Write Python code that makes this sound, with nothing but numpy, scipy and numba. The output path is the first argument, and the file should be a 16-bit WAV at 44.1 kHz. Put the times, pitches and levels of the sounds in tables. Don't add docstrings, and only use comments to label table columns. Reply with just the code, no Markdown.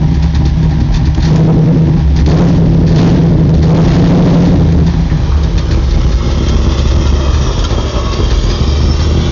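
import sys
import numpy as np
from scipy import signal
from scipy.fft import rfft, irfft
from scipy.io import wavfile
from scipy.ndimage import uniform_filter1d
from numba import njit

SR = 44100
rng = np.random.default_rng(int(sys.argv[2]) if len(sys.argv) > 2 else 0)


def inscribe(sig):
    pcm = np.round(np.clip(np.atleast_2d(sig).T, -1, 1) * 32767)
    wavfile.write(sys.argv[1], SR, pcm.astype(np.int16))


N = 410571
TIME = np.arange(N) / SR
FREQ = np.fft.rfftfreq(N, 1 / SR) + 1e-3
IDLE_HZ, IDLE_THROTTLE = 71.02, 0.17


# strength_db, pipe_lag_ms
CYLINDERS = [(1, 2.3), (2, 3.3), (-0.5, 3.7), (-5.5, 0.72), (1, 2.9), (-4.5, 1.58), (1, 0.63), (-2.5, 4.2)]

def firings(hz, throttle, chug_db=1.5):
    phase = np.cumsum(hz) / SR
    index = np.arange(int(phase[-1]))
    times = np.interp(index, phase, TIME)
    strength_db, lag_ms = np.array(CYLINDERS)[index % len(CYLINDERS)].T
    level_draw, time_draw = rng.standard_normal((len(index), 2)).T
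    ragged = np.interp(times, TIME, idling(hz, throttle))
    scatter_db = np.interp(ragged, [0, 1], [1.6, 3.5]) * level_draw
    jitter_ms = np.interp(ragged, [0, 1], [0.2, 1.3]) * time_draw
    lope_db = chug_db * ragged * np.interp(times, TIME, wander(17))
    return clicks(times + (lag_ms + jitter_ms) / 1000, undb(strength_db + lope_db + scatter_db))


# start_s, hold_s, depth, release_s
PRESSES = [(1.24, 0.09, 0.66, 0.13), (1.561, 0.072, 0.15, 0.11), (2.239, 0.17, 0.68, 0.1),
           (2.919, 0.12, 0.89, 0.13), (3.618, 0.8, 0.69, 0.28)]

def pedal(attack_s=0.076):
    opening = np.zeros(N)
    for start, hold, depth, release in PRESSES:
        rise = np.clip((TIME - start) / attack_s, 0, 1)
        fall = np.exp(-np.maximum(TIME - start - hold, 0) / release)
        opening = np.maximum(opening, depth * rise * fall)
    return IDLE_THROTTLE + (1 - IDLE_THROTTLE) * opening


def idling(hz, throttle):
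    return np.clip(1 - np.maximum(hz - IDLE_HZ, 0) / 10 - (throttle - IDLE_THROTTLE) / 0.2, 0, 1)


def pull(hz, lag_s=0.12, full_hz_per_s=130):
    rise_hz_per_s = np.maximum(np.gradient(hz) * SR, 0)
    return np.tanh(fade(rise_hz_per_s, lag_s) / (lag_s * SR) / full_hz_per_s)


# pitch_hz, width_hz, gain_db
GROWL_MODES = [(244, 20, -7), (278, 28, 11), (325, 15, 0.5)]
# time_s, rumble_db, drone_db
EXHAUST_LEVELS = [(0, -15, -12.5), (4.4, -8.5, -12.5), (4.85, -10, -13), (5.3, -13, -19.5),
                  (6.6, -13, -16.5), (7.6, -15, -21), (9.3, -13, -16.5)]

def exhaust(pulses, hz, throttle):
    rumble_db, drone_db = curves(EXHAUST_LEVELS)
    turbulence = unit(fade(pulses, 0.015) * noise())
    flow = unit(pulses) + (0.22 + 0.3 * idling(hz, throttle)) * turbulence
    growl = even(band(ring(flow, GROWL_MODES), 250, 360)) * (throttle - IDLE_THROTTLE) * undb(-13.5)
    mufflers = rumble(flow, hz, throttle) * undb(rumble_db)
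    pipes = drone(flow, hz, throttle) * undb(drone_db)
    return mufflers + pipes + growl + chugs()


# pitch_hz, width_hz, level_db
MUFFLER_MODES = [(46, 15.3, 1), (68.66, 15, -2)]

def rumble(flow, hz, throttle, lope_db=2):
    revving = uniform_filter1d(1 - idling(hz, throttle), size=4000)
    boom = np.zeros(N)
    for pitch, width, db in MUFFLER_MODES:
        mode = band(ring(flow, [(pitch, width, 0)]), 30, 98.3, order=3)
        boom += even(mode, size=6500) * undb(db + lope_db * wander(9))
    note = unit(np.sin(2 * np.pi * np.cumsum(hz) / SR + 0.66 * wander(12)))
    note_db = -7 - 0.11 * np.maximum(hz - IDLE_HZ, 0) + 2.5 * wander(8)
    return boom * undb(-1.5 - 2.5 * revving) + note * undb(note_db)


# base_hz, width_hz, gain_db
PIPE_MODES = [(129.6, 30.3, -2), (156.1, 20.3, 5), (254.8, 64.7, -9.5), (311.9, 42.3, -13)]
# pitch_hz, width_hz, gain_db
UNDERBODY_MODES = [(126.4, 15, 2), (156.7, 49, -2), (220.2, 15.4, -5), (326.6, 21, -3.5)]

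def drone(flow, hz, throttle, heat_s=0.59, waver_db=2):
    opening = throttle - IDLE_THROTTLE
    swell = np.tanh(np.maximum(hz - IDLE_HZ, 0) / 10 + opening / 0.52)
    heat = fade(opening, heat_s) / (heat_s * SR)
    tuning = (1 + 0.12 * heat) * (0.985 + 0.0014 * (hz - IDLE_HZ) + 0.02 * wander(8))
    damping = 0.9 + 0.15 * opening
    pipes = np.zeros(N)
    for base, width, db in PIPE_MODES:
        front_pipe = resonate(flow, base * tuning, width * damping)
        pipes += undb(db) * resonate(front_pipe, base * tuning, width * damping)
    pipes = even(pipes, size=3200) * undb(8 * swell + 6 * throttle)
    floor = even(band(ring(flow, UNDERBODY_MODES), 86, 352), size=7000) * undb(1)
    beside = np.interp(TIME, [5.2, 6.1], [0, 1])
    return (np.sqrt(1 - beside) * pipes + np.sqrt(beside) * floor) * undb(waver_db * wander(14))


# middle_s, length_s, pitch_hz, level_db
CHUGS = [(0.152, 0.24, 70, -8), (0.27, 0.12, 163, -6), (0.949, 0.23, 46, -6.5), (1.221, 0.22, 73, -9.5),
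         (2.067, 0.26, 69.5, -7.5), (2.269, 0.22, 71.4, -1.5), (4.87, 0.47, 71.7, -7),
         (5.55, 0.18, 42.99, -10), (5.972, 0.24, 40, -7), (6.119, 0.18, 55.05, -4.5),
         (6.86, 0.26, 69.93, -10), (7.62, 0.14, 41.98, -19), (8.399, 0.24, 43, -10.5)]

def chugs(sag=0.08):
    out = np.zeros(N)
    for middle, length, hz, db in CHUGS:
        along = np.clip((TIME - middle) / length, -0.5, 0.5)
        phase = hz * length * along * (1 - sag * along) + rng.random()
        out += undb(db) * np.cos(np.pi * along) ** 2 * np.sin(2 * np.pi * phase)
    return out


# pitch_hz, width_hz, gain_db
TIP_MODES = [(600, 110, -4), (799, 26, 4), (924, 60, -1), (1700, 330, -12.5)]
# frequency_hz, gain_db
BARK_SPECTRUM = [(250, -11), (320, -4), (400, -14), (520, -1.5), (800, 0.5), (1200, -5.5), (2200, -20.5),
                 (4000, -22.5)]

def tailpipes(pulses, hz, throttle):
    eddies = unit((0.17 + fade(pulses, 0.017)) * noise())
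    tips = even(band(ring(eddies, TIP_MODES), 350, 3000)) * undb(-33 + 6 * throttle)
    bark = colour(eddies + 0.61 * unit(pulses), BARK_SPECTRUM)
    bark = even(bark + reverb(bark, t60_s=0.11))
    bark *= throttle * undb(-22 + throttle + 5 * pull(hz))
    off_axis_db = np.interp(TIME, [4.8, 6], [0, -7])
    return (tips + bark) * undb(off_axis_db)


# frequency_hz, gain_db
GAS_SPECTRUM = [(400, -22), (1300, -0.5), (1800, 6), (2600, 1), (3600, 2.5), (4600, 0), (6000, -3.5),
                (7200, -31.5)]

def gas_hiss(pulses, hz, throttle):
    hiss = even(colour(noise() * (2.1 + fade(pulses, 0.038)), GAS_SPECTRUM))
    level_db = -39 + 15 * throttle + 0.1 * (hz - IDLE_HZ) - 0.5 * wander(27)
    distance_db = np.interp(TIME, [5.5, 7], [0, -6])
    return hiss * undb(level_db + distance_db)


# pitch_hz, width_hz, gain_db
SHIELD_MODES = [(1760, 370, 1), (2450, 260, -3), (3220, 44, -1.5), (3600, 98, 4), (3970, 360, -6.5),
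                (4320, 300, 1), (4740, 100, -2.5), (5580, 400, -7)]
# start_s, strength_db, decay_s
JOLTS = [(0.141, -27.5, 0.021), (0.224, -19, 0.016), (0.348, -20, 0.016), (0.452, -22.5, 0.024),
         (0.63, -26, 0.015), (0.707, -31, 0.018), (0.801, -26.5, 0.01), (0.919, -26.5, 0.014),
         (0.94, -19, 0.026), (1.054, -23, 0.018), (1.202, -23, 0.0076), (1.222, -18.5, 0.036),
         (1.251, -18.5, 0.013), (2.161, -21.5, 0.043), (2.258, -17, .025), (2.287, -19, 0.033),
         (2.865, -22, 0.076), (2.957, -16, 0.051), (3.534, -24, 0.033), (3.624, -20.5, 0.04),
         (4.456, -27.5, 0.03), (4.865, -21, 0.017), (5.434, -20, 0.012), (5.576, -16.5, 0.012),
         (5.71, -20, 0.027), (5.907, -20.5, .025), (6.116, -22, 0.027), (6.305, -23, 0.02),
         (6.484, -23, 0.023), (6.79, -25, 0.018), (6.906, -24.5, 0.013), (6.961, -26, 0.004),
         (7.331, -20.5, 0.036), (7.703, -21.5, 0.01), (8.129, -19.5, 0.027), (8.298, -17, 0.022),
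         (8.499, -20, 0.029), (8.993, -16.5, 0.012)]

def heat_shield(hz, impacts_per_jolt=20, gap_s=0.0035, rise_s=0.0032, contact_s=0.0029):
    cycle = np.cumsum(hz) / SR / len(CYLINDERS)
    light_jolts = [(s, -36 + rng.standard_normal(), 0.037) for s in whole_turns(cycle)]
    start, db, decay = np.array(JOLTS + light_jolts).T[:, :, None]
    gaps = gap_s * (0.5 + rng.random((len(start), impacts_per_jolt)))
    age = np.cumsum(gaps, axis=1) - gaps[:, :1]
    envelope = np.exp(-age / decay) * (1 - 0.27 * np.exp(-age / rise_s))
    sizes = undb(db + rng.standard_normal(gaps.shape)) * envelope
    impacts = fade(clicks((start + age).ravel(), sizes.ravel()), contact_s) * noise()
    chatter = band(ring(impacts, SHIELD_MODES) + 0.21 * impacts, 1300, 6600)
    return unit(chatter) * np.std(impacts) * undb(-1.5)


# time_s, block_db, clatter_db
BAY_LEVELS = [(4.9, -28, -33), (5.6, -23.5, -34), (6.5, -21, -27), (7.3, -18.5, -26), (8.4, -19, -24),
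              (9.3, -22, -25)]
# frequency_hz, gain_db
BLOCK_SPECTRUM = [(85, -19), (120, 13), (160, -6.5), (225, 2.5), (275, -3.5), (350, 2.5), (580, -2),
                  (700, -12), (950, -7.5), (1300, -9.5), (1600, -29), (3000, -37)]

def engine_bay(pulses, hz, tick_scatter_db=4):
    block_db, clatter_db = curves(BAY_LEVELS)
    closings = whole_turns(2 * np.cumsum(hz) / SR)
    sizes = undb(tick_scatter_db * rng.standard_normal(len(closings)))
    ticks = fade(clicks(closings, sizes), 0.021)
    throb = fade(pulses, 0.031)
    block = even(colour(noise() * (0.14 + throb), BLOCK_SPECTRUM)) * undb(block_db - 1)
    clatter = (bay_hiss(ticks, throb) * undb(-2) + covers(ticks) * undb(-5)) * undb(clatter_db)
    body_shadow_db = np.interp(TIME, [4.4, 5.3], [-12, 0])
    return (block + clatter) * undb(body_shadow_db)


# frequency_hz, gain_db
HISS_SPECTRUM = [(600, -6), (1800, 2.5), (2600, 0.5), (3300, 2.5), (4400, 0), (5700, 1.5), (7200, -9)]
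# time_s, delay_ms
BODY_ECHO = [(5, 1.2), (7.1, 1.55), (8.1, 1.85), (9.3, 1.4)]

def bay_hiss(ticks, throb):
    hiss = even(colour(noise() * (0.43 + 3.2 * ticks + 0.5 * throb), HISS_SPECTRUM))
    delay_ms, = curves(BODY_ECHO)
    return compartment(echo(hiss, delay_ms, share=0.45))


# pitch_hz, width_hz, gain_db
COVER_MODES = [(599, 16, 8.5), (1113, 19, 5), (1276, 34, 0), (3210, 43, 1), (3440, 180, -3),
               (3670, 160, -10), (5580, 91, -3)]

def covers(ticks):
    taps = noise() * (0.03 + ticks)
    out = np.zeros(N)
    for pitch, width, db in COVER_MODES:
        mode = resonate(taps, pitch * (1 + 0.004 * wander(4)), np.full(N, float(width)))
        out += mode * undb(db + 3 * wander(4))
    return unit(out)


# start_s, end_s, first_hz, last_hz, width_hz, level_db
CHIRPS = [(7.15, 7.55, 1180, 1150, 40, -31), (7.78, 8.22, 1112, 1112, 7, -27),
          (7.25, 7.7, 5850, 5600, 220, -36), (7.4, 7.7, 3330, 3290, 40, -35),
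          (7.7, 8.05, 3240, 3160, 30, -33), (8.05, 8.7, 3190, 3250, 25, -33),
          (8.1, 8.28, 4600, 4930, 50, -36), (8.39, 8.48, 6560, 6640, 160, -35),
          (8.46, 8.6, 4900, 5000, 70, -33), (8.5, 8.75, 3620, 3900, 200, -39),
          (8.15, 9.0, 4835, 4875, 40, -34), (8.55, 8.95, 5440, 5520, 30, -35),
          (8.78, 9.1, 5345, 5375, 22, -28.5), (8.9, 9.4, 3190, 3220, 30, -35)]

def belt_chirps(pulses):
    out = np.zeros(N)
    for start, end, first_hz, last_hz, width, db in CHIRPS:
        during = (TIME > start) & (TIME < end)
        along = (TIME[during] - start) / (end - start)
        pitch = first_hz + (last_hz - first_hz) * along
        chirp = resonate(rng.standard_normal(len(along)), pitch, np.full(len(along), float(width)))
        out[during] += np.sin(np.pi * along) * undb(db) * unit(chirp)
    return out * even(0.35 + fade(pulses, 0.036))


# start_s, strength_db
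CLINKS = [(6.484, -20.5), (6.781, -16.5), (7.063, -15.5), (7.591, -18), (7.64, -13)]
# pitch_hz, width_hz, gain_db
BRACKET_MODES = [(1362, 42, 3.5), (3190, 40, 7.5), (3460, 51, 4), (3785, 69, 1), (4694, 110, -4),
                 (5280, 300, -8), (6400, 120, -4)]

def bracket(contact_s=0.0047, bounce_s=0.0094, bounce_db=-4):
    start, db = np.transpose(CLINKS)
    hits = clicks(start, undb(db)) + clicks(start + bounce_s, undb(db + bounce_db))
    blows = fade(hits, contact_s) * noise()
    return unit(band(ring(blows, BRACKET_MODES) + 0.13 * blows, 1000, 9300)) * np.std(blows)


# start_s, pitch_hz, level_db
KNOCKS = [(5.1, 1800, -26), (5.32, 1160, -24), (5.74, 2400, -31), (6.2, 1100, -28)]

def knocks(decay_s=0.039, width_hz=150):
    out = np.zeros(N)
    for start, hz, db in KNOCKS:
        envelope = fade(clicks(np.array([start]), undb([db])), decay_s)
        out += envelope * unit(ring(noise(), [(hz, width_hz, 0)]))
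    return out


# start_s, level_db
CRACKLES = [(1.147, -20.5), (1.359, -13), (2.484, -20), (2.57, -31), (3.493, -24), (4.723, -23),
            (4.786, -32), (6.016, -25)]

def crackles(decay_s=0.005):
    start, db = np.transpose(CRACKLES)
    return unit(band(noise(), 700, 5500, order=1)) * fade(clicks(start, undb(db)), decay_s)


def compartment(x, wet=0.4, t60_s=0.04):
    angle = np.pi * TIME / 2.4
    tail = np.cos(angle) * reverb(x, t60_s) + np.sin(angle) * reverb(x, t60_s)
    return (x + wet * tail) / np.hypot(1, wet)


def tarmac_echo(x, sway_ms=0.21):
    delay_ms = np.interp(TIME, [5, 9.3], [4.2, 2.39]) + sway_ms * wander(2)
    return echo(x, delay_ms, share=0.18)


def echo(x, delay_ms, share):
    return (x + share * np.interp(TIME - delay_ms / 1000, TIME, x)) / np.hypot(1, share)


def reverb(x, t60_s, size=12000):
    tail = rng.standard_normal(size) * np.exp(-np.log(1000) * TIME[:size] / t60_s)
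    return signal.fftconvolve(x, tail / np.linalg.norm(tail))[:N]


def undb(db):
    return 10 ** (np.asarray(db) / 20)


def curves(table):
    times, *columns = np.transpose(table)
    return [np.interp(TIME, times, column) for column in columns]


def whole_turns(phase):
    return np.interp(np.arange(1, int(phase[-1])), phase, TIME)


def unit(x):
    return x / np.sqrt(np.mean(x ** 2))


def even(x, size=11000):
    return x / np.sqrt(uniform_filter1d(uniform_filter1d(x ** 2, size), size // 2) + 1e-12)


def noise():
    return rng.standard_normal(N)


def wander(rate_hz):
    count = int(N / SR * rate_hz) + 2
    return 1.2 * np.interp(TIME * rate_hz, np.arange(count), rng.standard_normal(count))


def clicks(times, sizes):
    return np.bincount(np.clip(times * SR, 0, N).astype(int), sizes, N + 1)[:N]


def fade(x, decay_s):
    return signal.lfilter([1], [1, -np.exp(-1 / (decay_s * SR))], x)


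def band(x, lo_hz, hi_hz, order=2):
    return signal.sosfilt(signal.butter(order, [lo_hz, hi_hz], "band", fs=SR, output="sos"), x)


def colour(x, spectrum):
    hz, db = np.transpose(spectrum)
    gain = undb(np.interp(np.log(FREQ), np.log(hz), db)) / (1 + (hz[0] / 2 / FREQ) ** 2)
    return irfft(rfft(x) * gain, N)


def ring(x, modes):
    response = sum(undb(db) / (1 + 1j * (FREQ ** 2 - hz ** 2) / (FREQ * width)) for hz, width, db in modes)
    return irfft(rfft(x) * response, N)


@njit
def resonate(x, hz, width_hz):
    y, band_state, low_state = np.empty(len(x)), 0., 0.
    for i in range(len(x)):
        g, damping = np.tan(np.pi * hz[i] / SR), width_hz[i] / hz[i]
        passed = (band_state + g * (x[i] - low_state)) / (1 + g * (g + damping))
        band_state = 2 * passed - band_state
        low_state += 2 * g * passed
        y[i] = damping * passed
    return y


# time_s, firing_hz
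CRANK_SPEED = [(0, 72.76), (0.9, 65.8), (1.27, 72.04), (1.42, 85.83), (1.58, 86.27), (2.0, 72.42),
               (2.17, 66.17), (2.28, 72.93), (2.42, 99.05), (2.53, 101.8), (2.86, 84.95), (3.09, 113.2),
               (3.4, 84.43), (3.6, 76.44), (3.95, 101.9), (4.15, 106), (4.42, 96.43), (4.9, 71.88),
               (5.12, 63.41), (5.4, 70.13), (6.1, 65.7), (7.1, 70.14), (8.4, 63.33), (9.3, 80.8)]

def scene():
    hz, = curves(CRANK_SPEED)
    throttle = pedal()
    stumble = 1 + 0.025 * idling(hz, throttle) * wander(9)
    pulses = firings(hz * stumble, throttle)
    mix = exhaust(pulses, hz, throttle) + tailpipes(pulses, hz, throttle)
    mix += gas_hiss(pulses, hz, throttle) + heat_shield(hz) + crackles()
    mix += tarmac_echo(engine_bay(pulses, hz)) + belt_chirps(pulses)
    return (mix + knocks() + bracket())[None]


def record(dry, ceiling=0.79, knee=11, duck=0.27, threshold=0.3, top_hz=6750):
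    clipped = dry / (1 + np.abs(dry / ceiling) ** knee) ** (1 / knee)
    loudness = uniform_filter1d(np.abs(dry), size=2600)
    gain = np.maximum(loudness / threshold, 1) ** -duck
    return signal.sosfilt(signal.cheby1(10, 0.3, top_hz, fs=SR, output="sos"), clipped * gain)


dry = scene()
out = record(dry)
inscribe(out)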